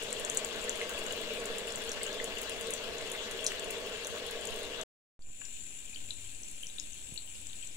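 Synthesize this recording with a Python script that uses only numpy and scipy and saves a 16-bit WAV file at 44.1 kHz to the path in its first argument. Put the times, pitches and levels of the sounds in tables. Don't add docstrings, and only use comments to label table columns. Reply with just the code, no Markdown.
import sys
import numpy as np
from scipy import signal
from scipy.fft import rfft, irfft, next_fast_len
from scipy.io import wavfile
from scipy.ndimage import uniform_filter1d, map_coordinates

SR = 44100
rng = np.random.default_rng(int(sys.argv[2]) if len(sys.argv) > 2 else 0)


def ratio(d):
    e = np.asarray(d, float) / 20
    return 10 ** e


def dump(signal):
    limited = np.clip(np.atleast_2d(signal).T, -1, 1)
    pcm = np.round(limited * 32767).astype(np.int16)
    wavfile.write(sys.argv[1], SR, pcm)


N = 342216
TIME = np.arange(N) / SR
STOP_S, START_S = 4.8345, 5.1922
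PORTS = np.array([[1], [-1]])

# (t/s, peak level/dB, f/Hz, splash level/dB)
SMALL_DROPS = [(0.025, -29.5, 7640, -13), (0.1277, -25.5, 7760, -6), (0.2488, -26, 7600, -6.5),
               (0.2985, -23, 7170, -6), (0.3723, -19, 7870, -4.5), (0.4471, -24.5, 7660, -15),
               (0.318, -32, 7200, -14.5), (0.615, -34.5, 7400, -14), (2.066, -32, 6800, -15),
               (2.129, -38.5, 6000, -12), (3.074, -35, 7200, -14.5), (0.6943, -22.5, 7350, -9),
               (0.756, -30.5, 7660, -12.5), (1.0648, -32, 7340, -11), (1.5828, -36, 7700, -3.5),
               (1.705, -32.5, 5260, -21), (1.722, -34, 7260, -10), (1.758, -30.5, 7800, -8.5),
               (1.893, -27, 7000, -12), (1.917, -28, 6670, -3), (2.0322, -25, 8300, -11),
               (2.2426, -34, 7260, -8), (2.67, -32.5, 8600, -20), (2.706, -33.5, 7700, -15),
               (2.737, -24, 7770, -7), (2.983, -36.5, 6860, -7), (3.447, -27.5, 7300, -14.5),
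               (3.465, -29, 6300, 4), (3.4655, -24, 5370, -11), (3.4667, -34, 9370, -7),
               (3.4657, -35, 4500, -8), (3.4706, -27.5, 7000, -4.5), (0.377, -28.5, 6900, -9),
               (3.479, -34, 5600, -9), (3.5952, -29.5, 7600, -9), (3.705, -33.5, 7350, -12.5),
               (4.047, -31.5, 6600, -11), (4.0696, -34.5, 6600, -12), (4.4533, -30, 8120, -12),
               (4.472, -30, 7050, -9), (4.813, -31, 7600, -6.5)]
# (t/s, peak level/dB, f/Hz)
PUDDLE_PLINKS = [(0.1211, -40, 2150), (0.1665, -34, 3300), (0.7731, -39, 3440), (0.8138, -28.5, 2070),
                 (0.977, -32, 2650), (1.0171, -33, 2800), (1.1075, -34, 2880), (1.3718, -36.5, 2400),
                 (1.6771, -31.5, 2900), (2.0136, -34.5, 2110), (2.0911, -36, 3070), (2.2, -29.5, 1980),
                 (2.3215, -32.5, 2730), (2.387, -38, 3470), (2.4284, -38, 2900), (2.7302, -37, 3360),
                 (3.0994, -38.5, 3000), (3.1497, -35, 2040), (3.3912, -36, 3390), (3.4635, -39.5, 4260),
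                 (3.5189, -32, 1890), (3.703, -37, 2640), (3.9584, -35, 3070), (4.4887, -34, 3120)]
# (t/s, peak level/dB, f/Hz)
LATE_DRIPS = [(5.221, -53, 4640), (5.415, -40.5, 1610), (5.416, -40, 2700), (5.419, -51, 1080),
              (5.4522, -39.5, 5800), (5.6557, -44, 7050), (5.911, -45, 2510), (5.946, -40.5, 4440),
              (6.107, -30.5, 4000), (6.37, -54, 2870), (6.434, -39.5, 6250), (6.484, -37.5, 7240),
              (6.669, -39, 6100), (6.798, -29.5, 6750), (6.932, -40, 6470), (7.1768, -31.5, 4280),
              (7.275, -41, 2990), (7.353, -44, 2717), (7.4555, -50, 3580), (7.469, -33, 7600),
              (7.498, -44, 3820), (7.5316, -41, 3700), (7.6266, -50, 6000), (7.673, -35.5, 7540)]
# (t/s, peak level/dB, f/Hz)
LATE_BUBBLES = [(5.96, -35, 3080), (6.6325, -32.5, 3040), (5.93, -42, 2470), (6.6994, -41, 3770),
                (6.7838, -33, 3740), (7.1606, -39, 2830), (7.6266, -41, 3100), (7.633, -43, 2500),
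                (7.716, -56, 5200), (7.354, -52, 5000), (6.367, -55, 6500)]
# (t/s, peak level/dB, left-right level/dB)
FINE_SPLASHES = [(0.105, -39, -3), (0.1965, -36.5, -2.5), (0.347, -33, -2), (0.56, -40.5, -2),
                 (0.641, -37, 1.5), (0.894, -40.5, 3), (0.991, -35.5, -1), (1.1237, -35, 1),
                 (1.2146, -39.5, -5), (1.456, -33.5, -1), (1.6846, -42, -8.5), (1.838, -41, -2.5),
                 (1.9325, -44, -6), (2.143, -42.5, -6), (2.384, -40.5, 5), (2.415, -33.5, 2),
                 (2.431, -40, 0), (2.495, -34, -0.5), (2.61, -35, 2), (3.1167, -33, -2), (3.312, -36.5, 0),
                 (3.519, -43.5, 8), (3.6436, -39, -4), (3.7075, -32, 0), (4.0991, -44.5, -8),
                 (4.3098, -38, -3.5), (4.4107, -42, -3.5), (4.56, -44.5, 1), (6.513, -40, -4),
                 (6.6278, -41, -2)]
# (t/s, peak level/dB, left-right level/dB)
FAINT_SPLASHES = [(0.0334, -33.5, 0), (0.3174, -53, -4.5), (0.6269, -51, -3), (0.7725, -49, -2.0),
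                  (0.794, -44, -4.0), (0.8139, -42, 2), (0.8788, -49, -1), (0.9347, -40, -1),
                  (1.0389, -43, -1), (1.1068, -43, 4), (1.3328, -52, -6.5), (1.3457, -46, -10),
                  (1.4385, -44, 0), (1.5822, -33, -3.5), (1.6705, -39, -1), (2.2412, -33, -1),
                  (2.352, -40, -1), (2.562, -47, -4), (2.5969, -43, -5), (2.7047, -29, 0),
                  (2.8378, -45, -5), (2.9326, -47, -5.5), (3.0125, -43, -3), (3.0598, -47, -4.5),
                  (3.0988, -41, -2), (3.1324, -39, -5.0), (3.1474, -44, 0), (3.3726, -48, -7),
                  (3.4076, -43, 3), (3.4415, -30.5, 3), (3.5572, -42, -1), (3.7827, -47, -4.5),
                  (3.8012, -48.5, -5.5), (3.8635, -46.5, -6), (3.9563, -50, -1.5), (3.9708, -42, -8.0),
                  (4.0082, -49.5, -7), (4.0361, -40.5, -6.0), (4.069, -31, -6), (4.1703, -49, -6.5),
                  (4.2646, -41, -4), (4.5056, -40.5, -7), (4.54, -42.5, -5), (4.5899, -39.5, 3.5),
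                  (4.7021, -50, -5.0), (5.9184, -52, -4.5), (6.1005, -47, -2), (6.315, -47, -5),
                  (6.4837, -45, -7), (6.8044, -50, -3), (6.9441, -47.5, -6), (7.1402, -42, -9),
                  (7.2614, -52, -7), (7.414, -43, -4.5)]
# (t/s, peak level/dB, left-right level/dB)
BURSTING_DROPLETS = [(0.2014, -44, 5), (0.2957, -44.5, 1.0), (0.3466, -41.5, 8), (0.3711, -49.5, 3.0),
                     (0.4579, -42, 5.5), (0.5611, -51, 4.5), (0.6275, -46.5, 1.5), (0.7736, -42.5, 4.5),
                     (0.8804, -49.5, 1), (0.8934, -39, 2.5), (0.9812, -44, 0.5), (1.0331, -49.5, 3),
                     (1.1228, -42.5, 1), (1.1648, -41.5, 1), (1.2072, -45, 3), (1.3334, -43, 0.5),
                     (1.4401, -50, 2), (1.4551, -45.5, 1), (1.5589, -49, 3.5), (1.5828, -49, 4.0),
                     (1.6696, -50.5, 2.0), (1.7564, -45, 0), (1.7814, -40, 2), (1.8696, -47, 3.0),
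                     (1.917, -52.5, 2.0), (2.0328, -39.5, 4.5), (2.2428, -46, 3), (2.3531, -52, 1.0),
                     (2.3835, -47.5, 1), (2.4144, -36.5, 3.5), (2.4314, -43, 1), (2.4947, -44.5, 1.5),
                     (2.597, -47.5, 1.5), (2.6918, -54, 1.5), (2.7053, -47, -1.0), (2.7581, -52, 2),
                     (2.9497, -49, 3.0), (3.0994, -46, 0.5), (3.1168, -45.5, -1.5), (3.1637, -46.5, 6.5),
                     (3.311, -40, 2), (3.3742, -47, 5.5), (3.4979, -50.5, 5), (3.5184, -45, 4.0),
                     (3.6282, -51, 5), (3.707, -35.5, 3), (3.8043, -50, 4.0), (3.8641, -46, 7),
                     (4.0497, -50.5, 1), (4.0701, -49, 0.5), (4.1574, -51.5, 5), (4.1739, -50, 6.5),
                     (4.2652, -44, -1), (4.3091, -39.5, -1), (4.4543, -43, 6), (4.5401, -47.5, 3),
                     (4.5605, -44, 10), (4.5905, -46, 7), (6.6268, -50, 0), (7.2609, -47.5, 2)]
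# (f/Hz, level/dB)
SPLASH_COLOUR = [(4000, -31.5), (7000, -3), (10000, 4), (12000, -2), (15000, -14.5)]
# (f/Hz, level/dB)
DROPLET_COLOUR = [(8000, -32.5), (11500, -1), (14000, -3.5), (16000, -2)]
TUB_MODE_HZ = [135, 210, 240, 283, 385, 420, 458, 508, 590, 640, 695, 905, 1108, 1550]
# (width/Hz, level/dB)
TUB_MODE_SHAPE = [(24.7, -17), (14.94, -7.5), (25, -11), (23.1, -10.5), (24.6, -4), (22, -1), (21.6, 3),
                  (31.7, -2), (30.5, -3.5), (29.8, -3.5), (34.6, -10), (49.6, -17.5), (50.7, -13.5),
                  (100, -34)]
# (t/s, level/dB)
TUB_BEATING = [
    (0, -43.5),
    (1.0, -43.5),
    (1.32, -42.5),
    (1.93, -45),
    (2.1, -43),
    (3.25, -46),
    (3.68, -43.5),
    (4.11, -46),
    (4.6, -44),
]
# (f/Hz, width/Hz, level/dB)
CORNER_AIR = [(1770, 90, -3), (2050, 50, -2), (2700, 90, 1), (2875, 90, 3), (3410, 80, 2)]
# (f/Hz, width/Hz, level/dB)
NOZZLE_MODES = [(280, 60, 5), (2370, 30, 4), (2690, 120, 0), (3660, 150, 1), (4250, 70, 3), (5810, 45, 4),
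                (6300, 150, 3), (7200, 300, 5), (7790, 120, 7),
                (9290, 130, 4), (9815, 28, 13), (10930, 150, 5), (14100, 150, 5), (15100, 75, 2)]
# (f/Hz, level/dB)
NEAR_SPECTRUM = [(160, -12), (320, -6), (800, -3.5), (3000, -4.5), (4300, -3.5), (5200, -6), (8000, -7),
                 (16000, -11.5)]
# (f/Hz, level/dB)
FAR_SPECTRUM = [(200, -12), (300, -19), (500, -15), (1200, -22), (1600, -19.5), (2400, -12), (4000, -15),
                (5000, -14), (7400, -8), (9000, -3), (11500, -9.5), (14000, -14.5)]
# (t/s, low level/dB, high level/dB)
NOZZLE_RIDGES = [
    (5.2, -1.5, -11),
    (5.45, -0.5, -4.5),
    (6.0, -5.5, -9),
    (6.4, -11, -7),
    (7.0, -13, -8),
    (7.76, -22, -1.5),
]
# (f/Hz, level/dB)
AIR_RUMBLE = [(3, -2.8), (10, -3.5), (22, -14.5), (60, -17.5), (150, -28), (300, -30), (600, -45),
              (1500, -49.5)]
# (f/Hz, t60/s)
TILE_DECAY = [(200, 0.24), (2000, 0.29), (8000, 0.098), (15000, 0.15)]
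# (level/dB, starting f/Hz, t60/s)
CASE_BUMP = (-37.5, 275, 0.045)
# (f/Hz, level/dB)
LEFT_RESPONSE = [(800, -1.2), (1300, -2), (1600, 5.5), (2000, -0.5), (2800, 8), (3500, 7), (5000, -1.5),
                 (6000, -1), (7400, 4.5), (8500, -3.5), (10500, -17), (13000, -12), (15500, -9)]
# (f/Hz, level/dB)
RIGHT_RESPONSE = [(800, -1), (1300, -2.5), (1650, 1.5), (1900, 1), (2100, 1), (3000, -4), (5000, -6.5),
                  (6500, -13), (8000, -12), (9700, -6), (11000, -8.5), (13000, -19.5), (14300, -10.5),
                  (15600, -25.5)]
# (t/s, offset/full scale)
INPUT_DRIFT = [(5.1925, 0.0034), (5.22, 0.012), (5.28, 0.015), (5.36, 0.013), (5.42, 0.0024),
               (5.55, 0.0025)]
# (t/s, step/full scale)
INPUT_STEPS = [(5.2017, -0.00083), (5.2107, -0.0016), (5.221, -0.00046), (5.235, -0.0011), (5.2463, 0.0012),
               (5.259, -0.00096), (5.273, -0.0022), (5.287, 0.0028), (5.302, -0.0039)]


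def unit(x):
    return x / np.sqrt(np.mean(x ** 2) + 1e-20)


def along(points, hz):
    f, value = np.transpose(points)
    return np.interp(np.log(hz + 1), np.log(f + 1), value)


def curves(rows):
    s, *columns = np.transpose(rows)
    return [np.interp(TIME, s, column) for column in columns]


def wobble(rate):
    knots = rng.standard_normal(int(N * rate / SR) + 4)
    return map_coordinates(knots, [TIME * rate])


def filtered(x, response):
    m = next_fast_len(N + SR // 2, True)
    return irfft(rfft(x, m) * response(np.fft.rfftfreq(m, 1 / SR)), m)[..., :N]


def causal(points):
    cepstrum = irfft(np.log(ratio(along(points, np.fft.rfftfreq(4096, 1 / SR)))))
    cepstrum[1:2048] *= 2
    cepstrum[2049:] = 0
    return irfft(np.exp(rfft(cepstrum)))


def coloured(x, points):
    return signal.fftconvolve(x, causal(points)[None], axes=1)[:, :N]


def modes(table):
    def response(f):
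        total = 0
        for k, (centre, width, db) in enumerate(table):
            total = total + (-1) ** k * ratio(db) * 1j * f * width / (centre ** 2 - f * f + 1j * f * width)
        return total
    return response


def port_lag(lag_s):
    return lambda f: np.exp(-1j * np.pi * f * lag_s * PORTS)


def impacts(rate, spread_db):
    chance, size, sign = rng.random((3, N))
    strength = ratio(-spread_db * np.log(size + 1 / 40))
    return unit((chance < rate / SR) * strength * np.sign(sign - 0.5))


def room(x, wet_db, lag_s):
    hz, t, z = signal.stft(rng.standard_normal((2, SR // 3)), SR, nperseg=256)
    decay = ratio(-60 * t / along(TILE_DECAY, hz)[:, None])
    tail = signal.istft(z * decay, SR, nperseg=256)[1]
    tail = tail / np.linalg.norm(tail[0])
    wet = signal.fftconvolve(np.atleast_2d(x), tail, axes=1)[:, :N]
    return filtered(x, port_lag(lag_s)) + ratio(wet_db) * np.roll(wet, SR // 500)


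def spray(spectrum, resonances, ring_db, grain_db, patchy_db):
    z = signal.stft(rng.standard_normal((3, N)), nperseg=512)[2]
    patches = uniform_filter1d(rng.standard_normal(z.shape[1:]), 8, 0)
    patches = unit(uniform_filter1d(patches, 6, 1))
    noise = signal.istft(z * ratio(patchy_db * patches), nperseg=512)[1]
    common, *apart = unit(noise[:, :N])

    def turn(hz):
        return np.arctan((hz / 1490) ** 2)

    mist = filtered(common, lambda hz: np.cos(turn(hz)) * port_lag(0.00024)(hz))
    mist = mist + filtered(np.array(apart), lambda hz: np.sin(turn(hz)))
    patter = room(impacts(900, 3.5), wet_db=-4, lag_s=0.00015)

    def colour(hz):
        ring = 1 + ratio(ring_db) * np.abs(modes(resonances)(hz))
        return ratio(along(spectrum, hz)) * ring

    return filtered(mist + ratio(grain_db) * patter, colour)


def drumming(level_db):
    blur = filtered(rng.standard_normal((2, N)), lambda hz: ratio(-4.5) * hz / np.hypot(hz, 400))
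    strikes = filtered(impacts(700, 1.6), port_lag(0.00011))
    beat = filtered(strikes + blur, modes(np.column_stack([TUB_MODE_HZ, TUB_MODE_SHAPE])))
    return ratio(level_db + 0.5 + 0.77 * wobble(7.2)) * unit(beat)


def drops(rows, lean_db, wet_db):
    out, t = np.zeros((2, N + SR)), np.arange(SR // 25) / SR
    scatters = rng.standard_normal((len(rows), 14))
    for (s, db, hz, splash_db, t60_s), scatter in zip(rows, scatters):
        bubble = np.sin(2 * np.pi * hz * t * (0.982 + 6 * t)) * ratio(-60 * t / t60_s)
        ceiling_hz = 11500 - 600 * np.abs(scatter)
        nearby_hz = np.minimum(hz * ratio(2.4 * np.abs(scatter) - 2), ceiling_hz)
        splash = np.sin(2 * np.pi * np.outer(nearby_hz, t) + 9 * scatter[:, None]).sum(0)
        splash = splash * np.exp(-t * 1000) * (1 - np.exp(-t * 4000))
        onset = 1 - np.exp(-t * hz / 0.66)
        source_db = db + 5 - along(LEFT_RESPONSE, hz) + lean_db / 2 * PORTS
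        start = round(s * SR)
        out[:, start:start + len(t)] += ratio(source_db) * (bubble + ratio(splash_db) * splash) * onset
    return room(out[:, :N], wet_db=wet_db, lag_s=0.00019)


def fizz(rate, level_db):
    t = np.arange(SR // 100) / SR
    swell = signal.fftconvolve(np.abs(impacts(rate, 5.5)), ratio(-60 * t / 0.0083))[:N]
    clumps = unit(swell * ratio(7.4 * wobble(22))) * rng.standard_normal((2, N))
    return ratio(level_db) * coloured(clumps, SPLASH_COLOUR)


def near_shower():
    spray_db = -47 - 0.3752 * TIME
    jets = spray(NEAR_SPECTRUM, CORNER_AIR, ring_db=-7.5, grain_db=-5, patchy_db=3.0)
    jets = ratio(spray_db + 12 + 0.25 * wobble(17)) * jets
    tick_t60_s = 0.0077
    ticks = []
    for s, db, hz, splash_db in SMALL_DROPS:
        longer = ratio(0.24 * (splash_db + 17.5))
        ticks.append((s, db, hz, splash_db, tick_t60_s * longer))
    ticks += [(s, db - 2, 7340, -10, tick_t60_s) for s, db, _ in FINE_SPLASHES]
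    plinks = [(*row, -16.5, 0.016) for row in PUDDLE_PLINKS]
    small = drops(ticks, lean_db=-3.0, wet_db=-6.5)
    large = drops(plinks, lean_db=4.0, wet_db=-9.0)
    return jets + drumming(curves(TUB_BEATING)[0] + 1.0) + small + large + fizz(180, level_db=-51.5)


def bursts(rows, colour, t60_s):
    out, t = np.zeros((2, N + SR)), np.arange(SR // 50) / SR
    noises = rng.standard_normal((len(rows), len(t)))
    for (s, db, pan_db), noise in zip(rows, noises):
        burst = unit(noise * ratio(-60 * t / t60_s) * (1 - np.exp(-t / 0.00053)))
        start = round(s * SR)
        out[:, start:start + len(t)] += ratio(db + 15.5 + pan_db / 2 * PORTS) * 0.18 * burst
    return coloured(out, colour)


def fine_splashes():
    rows = FINE_SPLASHES + [(s, db - 11, 2) for s, db, *_ in SMALL_DROPS]
    rows = rows + [(s + 0.0007, db - 2, pan_db) for s, db, pan_db in FAINT_SPLASHES]
    droplets = [(s, db + 4, pan_db) for s, db, pan_db in BURSTING_DROPLETS]
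    dry_bursts = bursts(rows, SPLASH_COLOUR, 0.0067) + bursts(droplets, DROPLET_COLOUR, 0.012)
    return room(dry_bursts, wet_db=-2.0, lag_s=0.00017)


def rumble():
    shared, left, right = rng.standard_normal((3, N))
    air = np.array([left, right]) + 0.77 * shared
    air = filtered(air, lambda hz: ratio(along(AIR_RUMBLE, hz)))
    return ratio(-49.5 + 1.1 * wobble(7.2)) * unit(air)


def fade_in():
    return np.clip(0.037 + (TIME - START_S) / 0.32, 0, 1)


def nozzle():
    def ridge(hz, width_hz):
        narrow = modes([(hz, width_hz, 0)])
        return unit(filtered(rng.standard_normal((2, N)), lambda f: narrow(f) ** 2))

    low_db, high_db = curves(NOZZLE_RIDGES)
    low = ratio(low_db + 2.6 * wobble(14)) * ridge(7200, 380)
    high = ratio(high_db + 3.4 * wobble(14)) * ridge(7750, 330)
    whistle = ratio(-15.0 + 2.35 * wobble(12)) * ridge(9815, 60)
    return ratio(-7.5) * (low + high) + whistle


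def far_shower():
    jets = spray(FAR_SPECTRUM, NOZZLE_MODES, ring_db=0.1, grain_db=-2.5, patchy_db=2.5)
    jets = jets + fizz(30, level_db=-24) + nozzle()
    drips = [(s, db, hz, -14 + 0.3 * (db + 40), 0.01) for s, db, hz in LATE_DRIPS]
    drips += [(*row, -22, 0.015) for row in LATE_BUBBLES]
    jets_db = -48.5 + 7.5 + 0.31 * wobble(9.4)
    return ratio(jets_db) * fade_in() * jets + drops(drips, lean_db=6.0, wet_db=-7.5)


def hum():
    tone = np.sin(2 * np.pi * 99.5 * TIME + 0.84 * wobble(5.4))
    return ratio(np.array([[4], [-1.5]])) * ratio(-65 + 4.5 * wobble(5)) * tone


def case_bump():
    db, hz, t60_s = CASE_BUMP
    t = np.maximum(TIME - 7.1228, 0)
    return ratio(db - 60 * t / t60_s) * np.sin(2 * np.pi * hz * 0.0042 * np.log(1 + t / 0.0049))


def scene():
    before = TIME < STOP_S
    after = far_shower() + (hum() + case_bump()) * fade_in()
    air_gain = np.where(before, 1, ratio(-1.5) * fade_in())
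    return np.where(before, near_shower(), after) + fine_splashes() + rumble() * air_gain


def band_limit(x):
    return signal.sosfilt(signal.butter(12, 17000, fs=SR, output="sos"), x)


def record(dry):
    ports = np.array([causal(LEFT_RESPONSE), causal(RIGHT_RESPONSE)])
    heard = signal.fftconvolve(dry, ports, axes=1)[:, :N]
    heard = filtered(heard, lambda hz: np.where(hz < 15760, 1, 0))
    offset = curves(INPUT_DRIFT)[0] + sum(size * (TIME > s) for s, size in INPUT_STEPS)
    offset = filtered(offset * (TIME > START_S), lambda hz: 1 / (1 + 1j * hz / 7000) ** 4)
    running = (TIME < STOP_S) | (TIME > START_S)
    return band_limit(heard * running + offset)


dry = scene()
out = record(dry)
dump(out)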